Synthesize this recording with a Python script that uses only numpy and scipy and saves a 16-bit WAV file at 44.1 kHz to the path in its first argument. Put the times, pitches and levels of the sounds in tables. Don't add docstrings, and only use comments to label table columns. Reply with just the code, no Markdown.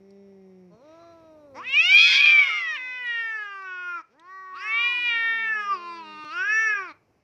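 import sys
import numpy as np
from scipy import signal
from scipy.fft import rfft, irfft, next_fast_len
from scipy.io import wavfile

SR = 44100
rng = np.random.default_rng(int(sys.argv[2]) if len(sys.argv) > 2 else 0)


def store_wav(level_fs):
    pcm = np.round(np.clip(np.atleast_2d(level_fs), -1, 1) * 32767)
    wavfile.write(sys.argv[1], SR, pcm.T.astype(np.int16))


N = 318843
TIME = np.arange(N) / SR
CUTOFF_HZ = 14500
STFT = dict(nperseg=1024, noverlap=896)

STEADY_ROUGH, START_ROUGH = .012, 0.063
START_SETTLE_S, STOP_CREAK_S = .08, .04
PRESS_DB_PER_OCTAVE, FULL_PRESS_OCTAVES_PER_S, SAG_S = 0.98, 0.75, 0.31


def from_db(db):
    return 10 ** (np.asarray(db) / 20)


def rms_one(x):
    return x / np.sqrt(np.mean(x ** 2) + 1e-20)


def band_pass(x, low_hz, high_hz):
    band = [low_hz, min(high_hz, .45 * SR)]
    return signal.sosfilt(signal.butter(2, band, "band", fs=SR, output="sos"), x)


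def glide(rows, t):
    s, *columns = np.transpose(rows)
    k = np.clip(np.searchsorted(s, t) - 1, 0, len(s) - 2)
    step = np.maximum(np.diff(s), 1e-6)
    u = np.clip((t - s[k]) / step[k], 0, 1)
    out = []
    for c in columns:
        slope = np.diff(c) / step
        before, after = slope[:-1], slope[1:]
        inner = 2 * np.maximum(before * after, 0) / (before + after + 1e-12)
        turn = np.r_[slope[0], inner, slope[-1]]
        bend = (turn[k] - slope[k]) * (1 - u) - (turn[k + 1] - slope[k]) * u
        out.append(c[k] + step[k] * u * (slope[k] + (1 - u) * bend))
    return out


def swell(t, start, end, rise_s, fall_s):
    return np.clip(1 + np.minimum((t - start) / rise_s, (end - t) / fall_s), 0, 1)


def at_pitch(posture, pitch):
    at, *columns = np.transpose(posture)
    return [np.interp(pitch, at, c) for c in columns]


def colour(points, hz):
    at, db = np.transpose(points)
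    return from_db(np.interp(np.log(hz + 1), np.log(at), db))


def resonance(hz, centre, width, lift_db):
    damping = 1j * hz * width
    return 1 + (from_db(lift_db) - 1) * damping / (centre ** 2 - hz ** 2 + damping)


def wander(rate_hz, spread, size):
    ratio = 1 + spread
    noise_in = rng.standard_normal(size + SR)
    return rms_one(band_pass(noise_in, rate_hz / ratio, rate_hz * ratio)[SR:])


def noise(points):
    size = next_fast_len(N)
    spectrum = rfft(rng.standard_normal(size), size)
    gain = colour(points, np.fft.rfftfreq(size, 1 / SR))
    return rms_one(irfft(spectrum * gain, size)[:N])


def roughness(t, strains, stop_rough):
    start_creak = START_ROUGH * np.exp((t[0] - t) / START_SETTLE_S)
    stop_creak = stop_rough * np.exp((t - t[-1]) / STOP_CREAK_S)
    strain = sum(depth * swell(t, *timing) for *timing, depth in strains)
    return STEADY_ROUGH + start_creak + stop_creak + strain


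def folds(pitch, rough, jitter, shimmer, rasp, air):
    size = len(pitch)
    flutter = rough * wander(168, .15, size)
    pitch = pitch * (1 + 0.0019 * wander(15, 0.71, size) + jitter * flutter)
    phase = 2 * np.pi * np.cumsum(pitch) / SR
    pulses = sum(np.cos(k * phase) * (k * pitch < CUTOFF_HZ) for k in np.arange(1, 41))
    pulses = pulses * (1 + shimmer * rough * wander(65, 2.1, size))
    puffs = rng.standard_normal(size) * (1 + 0.32 * np.cos(phase)) * np.sqrt(SR / pitch) / 2
    return pulses + (air + rasp * rough) * puffs


def call(rows, posture, strains, voice, tract, jitter, shimmer, rasp, air, edge_s, sag_hz=0, stop_rough=.25):
    start, end = rows[0][0], rows[-1][0]
    inside = (TIME > start - edge_s) & (TIME < end + edge_s)
    t = TIME[inside]
    pitch, level_db, _ = glide(rows, t)
    source = folds(pitch, roughness(t, strains, stop_rough), jitter, shimmer, rasp, air)
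    hz, frames, spectra = signal.stft(source, SR, **STFT)
    hz = hz[:, None] + 1
    frame_pitch, _, mouth = glide(rows, t[0] + frames)
    throat, upper, brightness, upper_db, notch_db = at_pitch(posture, frame_pitch)
    climb = np.gradient(np.log2(frame_pitch), frames)
    brightness = brightness + PRESS_DB_PER_OCTAVE * np.tanh(climb / FULL_PRESS_OCTAVES_PER_S)
    throat = throat - sag_hz * np.exp((frames - frames[-1]) / SAG_S)
    mouth_width, mouth_db, throat_width, throat_db, upper_width, notch_width = tract
    gain = colour(voice, hz) * from_db(brightness * np.log2(hz / frame_pitch))
    gain = gain / (1 + (.7 * frame_pitch / hz) ** 8)
    gain = gain * resonance(hz, mouth, mouth_width, mouth_db)
    gain = gain * resonance(hz, throat, throat_width, throat_db)
    gain = gain * resonance(hz, upper, upper_width, upper_db)
    gain = gain / resonance(hz, np.sqrt(throat * upper), notch_width, notch_db)
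    sound = signal.istft(spectra * gain, SR, **STFT)[1][:len(t)]
    window = np.hanning(1400)
    power = np.abs(signal.fftconvolve(sound ** 2, window / window.sum(), "same"))
    sound = sound / np.sqrt(power + 1e-12)
    gate = np.clip(np.minimum(t - start, end - t) / (2 * edge_s) + .5, 0, 1)
    out = np.zeros(N)
    out[inside] = sound * from_db(level_db) * gate
    return out


# (time [s], pitch [Hz], dry level [dB], mouth resonance [Hz])
OPENING_MOAN = [(0.0, 193.7, -54, 384), (.2, 198.3, -49.5, 400), (.45, 189.8, -51, 382),
                (.66, 180.8, -52.5, 373), (.75, 168, -55, 250)]
# (pitch [Hz], throat resonance [Hz],
# upper resonance [Hz], brightness before pressing [dB/octave], upper lift [dB], notch depth [dB])
MOAN_POSTURE = [(190, 2080, 5500, -0.9, 25.5, 14.5)]
# (hold start [s], hold end [s], rise [s], fall [s], added roughness [0-1])
YOWLER_ROUGH = [(1.55, 1.59, .02, 0.11, 0.1), (1.99, 2.484, 0.12, .3, 0.36), (1.98, 2.0, .03, 0.053, 0.14),
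                (2.09, 2.22, 0.019, 0.12, 0.32), (5.72, 5.85, 0.077, 0.086, 0.04),
                (6.36, 6.44, .08, 0.12, .07)]
# (frequency [Hz], relative level [dB])
MOAN_COLOUR = [(190.0, 4), (320.0, -12.5), (480.0, -15), (720.0, -13), (1100.0, -50), (1700.0, -30.5),
               (2600.0, -25), (3700.0, -15), (5000.0, -35), (6500.0, -30), (9000.0, -47), (13500.0, -56.0)]
# (mouth width [Hz], mouth lift [dB], throat width [Hz], throat lift [dB],
# upper width [Hz], notch width [Hz])
MOAN_TRACT = (76, 44, 290, 20.4, 130, 870)


def opening_moan():
    return call(OPENING_MOAN, MOAN_POSTURE, YOWLER_ROUGH, MOAN_COLOUR, MOAN_TRACT,
                jitter=.02, shimmer=0.2, rasp=0.08, air=0.031, edge_s=0.0021)


# (frequency [Hz], relative density [dB per Hz])
YARD_COLOUR = [(30, -23), (70, -4), (120, -2), (200, -4), (400, -3.5), (800, -5), (1500, -14.5),
               (2400, -10.5), (3500, -26.5), (5500, -18), (8000, -34.5), (14000, -38.5)]


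def outdoor_bed():
    return from_db(-72) * noise(YARD_COLOUR)


# (hold start [s], hold end [s], level before flutter [dB])
RUMBLE = [(0, 0.996, -69), (1.304, 2.06, -63), (4.603, 5.4, -72.5), (6.002, 7.1, -68)]
# (frequency [Hz], relative density [dB per Hz])
RUMBLE_COLOUR = [(25, -30), (60, -11), (115, -4), (200, -9.5), (400, -9), (900, -18.5), (3000, -45)]


def rumble():
    level = sum(from_db(db) * swell(TIME, start, end, rise_s=0.45, fall_s=0.28) for start, end, db in RUMBLE)
    flutter_db = 1 * wander(3.1, 1.2, N)
    return level * from_db(flutter_db) * noise(RUMBLE_COLOUR)


# (time [s], dry peak [dB], centre [Hz], bandwidth [Hz], 60 dB decay time [s])
TICKS = [(.106, -57, 4800, 2000, .006), (1.321, -59, 200, 200, 0.095), (1.9502, -29.5, 5000, 12000, 0.0016),
         (2.5075, -43.5, 5030, 12100, .002), (3.068, -43, 1447, 3000, 0.0076),
         (3.622, -49, 2505, 2505, 0.012), (4.1964, -49, 4450, 2190, 0.0049), (4.76, -55.5, 600, 200, .94),
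         (5.22, -44, 950, 500, 0.63), (5.272, -44, 1900, 3500, 0.017), (5.77, -53, 600, 300, 0.85),
         (6.237, -43, 240, 202, 0.055), (6.247, -41, 1511, 3400, 0.013), (6.362, -56, 6040, 10000, .003)]


def ticks():
    out = np.zeros(N)
    t = TIME[:SR // 2]
    for s, peak_db, hz, width, t60 in TICKS:
        high = width / 2 + np.hypot(width / 2, hz)
        burst = rng.standard_normal(len(t)) * (from_db(-60 * t / t60) + 1e-12)
        tick = band_pass(burst, high - width, high)
        place = out[int(s * SR):][:len(t)]
        place += from_db(peak_db) * tick[:len(place)] / np.abs(tick).max()
    return out


# (time [s], pitch [Hz], dry level [dB], mouth resonance [Hz])
FIRST_ANSWER = [(.72, 203.4, -50, 593), (.78, 229, -57.5, 625), (.86, 303.3, -50.5, 570),
                (1.05, 338, -50, 666), (1.25, 321.6, -52, 592.5), (1.45, 291.5, -50.5, 578),
                (1.56, 254.7, -51, 565)]
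# (pitch [Hz], throat resonance [Hz], upper resonance [Hz],
# brightness before pressing [dB/octave], upper lift [dB], notch depth [dB])
SHUT_POSTURE = [(230, 1000, 4300, 0.66, 19, 29), (302, 1010, 3900, -0.34, 19, 16),
                (343, 1235, 4030, 0, 21.6, 12)]
# (hold start [s], hold end [s], rise [s], fall [s], added roughness [0-1])
ANSWER_ROUGH = [(.74, .8, 0.048, .15, .15), (1.0, 1.06, 0.088, 0.095, .11), (2.1, 2.25, .3, .45, .2)]
# (frequency [Hz], relative level [dB])
SHUT_COLOUR = [(190, -3), (320, -8.5), (480, -9.5), (720, -21), (1050, -12.5), (1350, -6.5), (1700, -15.5),
               (2600, -15), (3300, -30.5), (4100, -26), (4800, -40), (5800, -30), (9000, -64)]
# (mouth width [Hz], mouth lift [dB], throat width [Hz], throat lift [dB],
# upper width [Hz], notch width [Hz])
ANSWER_TRACT = (87, 25.7, 24, 16.7, 44, 780)


def first_answer():
    return call(FIRST_ANSWER, SHUT_POSTURE, ANSWER_ROUGH, SHUT_COLOUR, ANSWER_TRACT,
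                jitter=0.12, shimmer=0.37, rasp=0.41, air=0.074, edge_s=0.022)


# (frequency [Hz], relative density [dB per Hz])
NOSE_HISS = [(900, -23), (1600, -4), (2500, -1), (3300, -16), (4600, -12), (5800, -15), (8000, -37),
             (14000, -48)]


def nose_hiss():
    return from_db(-71.5) * swell(TIME, start=0.89, end=1.06, rise_s=0.13, fall_s=0.43) * noise(NOSE_HISS)


# (time [s], pitch [Hz], dry level [dB], mouth resonance [Hz])
SCREAM = [(1.549, 247, -45, 570), (1.6, 348, -37, 981), (1.64, 457.4, -41, 1727), (1.67, 505, -34, 2260),
          (1.73, 551.7, -24, 2436), (1.79, 628.3, -16, 2454), (1.86, 711, -21, 2540),
          (1.96, 804.5, -12, 2424), (2.03, 839.2, -16.5, 2394), (2.12, 845, -19.5, 2170),
          (2.25, 805.5, -16, 2492), (2.389, 768, -15, 2300), (2.469, 720, -24.5, 2280),
          (2.58, 701.7, -28, 2255), (2.66, 651.3, -28.5, 2016), (2.756, 594, -30, 1942),
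          (2.781, 511.4, -35, 1920), (2.98, 501.2, -35, 1853), (3.11, 472.6, -28.5, 1892),
          (3.22, 457.8, -28.5, 1804), (3.329, 442.5, -29, 1785), (3.5, 400.5, -37, 1483),
          (3.61, 385.4, -38, 1390), (3.73, 365.9, -34, 1427), (3.85, 357.5, -33.5, 1410),
          (3.97, 342, -32.5, 1352), (4.015, 310, -43, 1120)]
# (pitch [Hz], throat resonance before sag [Hz], upper resonance [Hz],
# brightness before pressing [dB/octave], upper lift [dB], notch depth [dB])
SCREAM_POSTURE = [(310, 2100, 5200, 0.5, 28, 16), (361, 2720, 5340, 0, 13, 1.5),
                  (416, 2920, 4650, 2.1, 16, 17.5), (480, 2760, 5250, 1.4, 4.3, -9.5),
                  (630, 2900, 5500, 1.5, 14, -6.5), (782, 3360, 5030, 1, 13.7, -0.5),
                  (804.5, 3400, 4600, 2.5, 17, -2.5), (840, 3350, 4840, 6, 24.8, -6)]
# (frequency [Hz], relative level [dB])
SCREAM_COLOUR = [(190.0, -0.5), (320.0, 5), (480.0, -4.5), (720.0, -12.5), (1100.0, 0), (1700.0, -8),
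                 (2600.0, -6), (3700.0, -17.5), (5000.0, -25.5), (6500.0, -26.5), (9000.0, -42.5),
                 (13500.0, -48.5)]
# (mouth width [Hz], mouth lift [dB], throat width [Hz], throat lift [dB],
# upper width [Hz], notch width [Hz])
SCREAM_TRACT = (100, 40.6, 220, 12.8, 550, 1500)


def scream():
    return call(SCREAM, SCREAM_POSTURE, YOWLER_ROUGH, SCREAM_COLOUR, SCREAM_TRACT,
                jitter=0.072, shimmer=0.41, rasp=0.66, air=0.0072, edge_s=.008, sag_hz=149)


# (time [s], pitch [Hz], dry level [dB], mouth resonance [Hz])
RISING_ANSWER = [(1.56, 246, -49.5, 585), (1.7, 252, -57.5, 596), (1.87, 366, -53, 720),
                 (2.04, 454.6, -37.5, 1300), (2.17, 544, -34, 1406), (2.34, 609, -34.5, 1370),
                 (2.47, 544, -38, 1270), (2.505, 444, -33.5, 1300), (2.62, 385.3, -45.5, 1235),
                 (2.9, 283.2, -62, 850), (3.15, 209.6, -69, 515)]
LAST_ANSWER = [(4.099, 189.4, -67.5, 437), (4.2, 321.6, -57, 850), (4.34, 380.8, -41.5, 1100),
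               (4.58, 371.8, -39.5, 1120), (4.77, 384.4, -37, 1150), (4.87, 370, -38.5, 1150),
               (4.97, 335.5, -46, 960), (5.12, 302.2, -56, 820), (5.27, 245.2, -58, 630),
               (5.5, 210.7, -55, 520), (5.95, 215, -56.5, 550), (6.08, 204.5, -53, 515),
               (6.2, 199.4, -56.5, 490)]
# (pitch [Hz], throat resonance [Hz], upper resonance [Hz],
# brightness before pressing [dB/octave], upper lift [dB], notch depth [dB])
ANSWER_POSTURE = [(227, 1300, 1100, 1.5, 2, 12.5), (297, 1900, 4300, -6.5, 15, -1.5),
                  (390, 1900, 4250, 0.95, 16, 7), (580, 1880, 3100, 4.5, 29, -7.5)]
# (frequency [Hz], relative level [dB])
ANSWER_COLOUR = [(190.0, 2), (320.0, -9.5), (480.0, -10.5), (720.0, -21), (1100.0, -9.5), (1700.0, -8),
                 (2600.0, -15.5), (3700.0, -30.5), (5000.0, -25), (6500.0, -37.5), (9000.0, -55),
                 (13500.0, -51)]


def later_answers():
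    rising = call(RISING_ANSWER, ANSWER_POSTURE, ANSWER_ROUGH, ANSWER_COLOUR, ANSWER_TRACT,
                  jitter=0.051, shimmer=0.37, rasp=0.35, air=0.05, edge_s=0.014)
    last = call(LAST_ANSWER, ANSWER_POSTURE, ANSWER_ROUGH, ANSWER_COLOUR, ANSWER_TRACT,
                jitter=0.07, shimmer=.5, rasp=.25, air=.02, edge_s=.012)
    return rising + last


# (time [s], pitch [Hz], dry level [dB], mouth resonance [Hz])
LONG_YOWL = [(4.52, 252, -50, 1048), (4.56, 318.2, -41.5, 1220), (4.6, 377.4, -39.5, 1700),
             (4.65, 422.6, -33.5, 1860), (4.73, 449, -24.5, 2130), (4.85, 479.5, -24, 2237),
             (4.99, 486.7, -25.5, 2273), (5.07, 480, -24.5, 2237), (5.16, 461, -25, 1977),
             (5.28, 456, -23, 1900), (5.4, 452.4, -26, 1903), (5.51, 440.2, -23.5, 1777),
             (5.65, 407.6, -31.5, 1373), (5.72, 396, -23, 1150), (5.79, 349.9, -40, 932),
             (5.89, 343.8, -35, 966), (5.98, 334, -38.5, 916), (6.07, 310.4, -42.5, 1040),
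             (6.247, 304.5, -37.5, 1064)]
# (pitch [Hz], throat resonance [Hz], upper resonance [Hz],
# brightness before pressing [dB/octave], upper lift [dB], notch depth [dB])
YOWL_POSTURE = [(249, 2500, 4000, -2, 6, 8.5), (309, 2740, 3980, 2.2, 18, 7),
                (339, 2600, 4620, 2.4, 15.5, -1.5), (371, 2670, 4860, -2.1, 28.5, 8),
                (395.6, 2660, 5150, 0.2, 19.5, 8.5), (424, 2760, 5600, -.6, 14.5, 18.5),
                (458, 2580, 4950, -3, -5.5, -13.5), (487.3, 2757, 4970, -2.5, 13, -13.5)]
# (frequency [Hz], relative level [dB])
YOWL_COLOUR = [(190.0, 2), (320.0, 7.5), (480.0, -26), (720.0, -24.5), (1100.0, -8), (1700.0, -16),
               (2600.0, -21), (3700.0, -23), (5000.0, -24), (6500.0, -31), (9000.0, -37.5),
               (13500.0, -61.5)]
# (mouth width [Hz], mouth lift [dB], throat width [Hz], throat lift [dB],
# upper width [Hz], notch width [Hz])
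YOWL_TRACT = (67, 57, 174, 23, 303, 710)


def long_yowl():
    return call(LONG_YOWL, YOWL_POSTURE, YOWLER_ROUGH, YOWL_COLOUR, YOWL_TRACT,
                jitter=0.017, shimmer=0.27, rasp=0.1, air=.008, edge_s=0.0091, stop_rough=.02)


# (time [s], pitch [Hz], dry level [dB], mouth resonance [Hz])
LAST_YOWL = [(6.247, 302.5, -39.5, 1016), (6.285, 301.5, -38, 1077), (6.35, 343, -32.5, 1257),
             (6.42, 376.7, -24, 1471), (6.46, 406.3, -26, 1603), (6.52, 431.7, -20.5, 1765),
             (6.62, 444.2, -19.5, 1838), (6.7, 428.9, -22, 1788), (6.8, 387.5, -30.5, 1368),
             (6.87, 345, -39, 1174), (6.92, 284, -42.5, 918)]
# (pitch [Hz], throat resonance before sag [Hz], upper resonance [Hz],
# brightness before pressing [dB/octave], upper lift [dB], notch depth [dB])
LAST_POSTURE = [(317, 2770, 4160, 1, 18, 5.6), (346, 2800, 5200, 0.5, 9.1, 6.9),
                (395, 2760, 5650, -2.5, 16, 8), (440, 2717, 5700, -2, 17.2, 8.1)]
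# (frequency [Hz], relative level [dB])
LAST_COLOUR = [(190, -1), (320, 3), (450, -15.5), (640, -12), (880, -26.5), (1200, -9.5), (1700, -16),
               (2300, -21.5), (3000, -20.5), (3700, -25), (5000, -22.5), (6500, -29), (9000, -43),
               (13500, -49.5)]


def last_yowl():
    return call(LAST_YOWL, LAST_POSTURE, YOWLER_ROUGH, LAST_COLOUR, YOWL_TRACT,
                jitter=0.03, shimmer=0.3, rasp=0.15, air=.009, edge_s=0.0065, sag_hz=542)


def scatter(t60_s, onset_s, low_hz, high_hz):
    t = TIME[:SR]
    response = rng.standard_normal(SR) * from_db(-60 * t / t60_s) * np.clip(t / onset_s, 0, 1)
    response = band_pass(response, low_hz, high_hz)
    return response / np.sqrt(np.sum(response ** 2))


# (delay [s], level [dB])
ECHOES = [(.0023, -30.5), (.0094, -29.5), (.021, -24)]


def yard(x):
    echoes = sum(from_db(db) * np.interp(TIME - delay, TIME, x, left=0) for delay, db in ECHOES)
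    gravel = from_db(-2) * scatter(t60_s=0.018, onset_s=0.0024, low_hz=3800, high_hz=14000)
    tail = from_db(-21.5) * scatter(t60_s=0.26, onset_s=0.0084, low_hz=150, high_hz=4200)
    ring = from_db(-28.5) * scatter(t60_s=0.28, onset_s=0.011, low_hz=2194, high_hz=2526)
    return x + echoes + signal.fftconvolve(x, gravel + tail + ring)[:N]


def scene():
    loud_cat = opening_moan() + scream() + long_yowl() + last_yowl()
    soft_cat = first_answer() + nose_hiss() + later_answers()
    background = outdoor_bed() + rumble()
    return (yard(loud_cat + soft_cat + ticks()) + background)[None]


def record(dry):
    return signal.sosfilt(signal.ellip(10, .1, 80, CUTOFF_HZ, fs=SR, output="sos"), dry)


dry = scene()
out = record(dry)
store_wav(out)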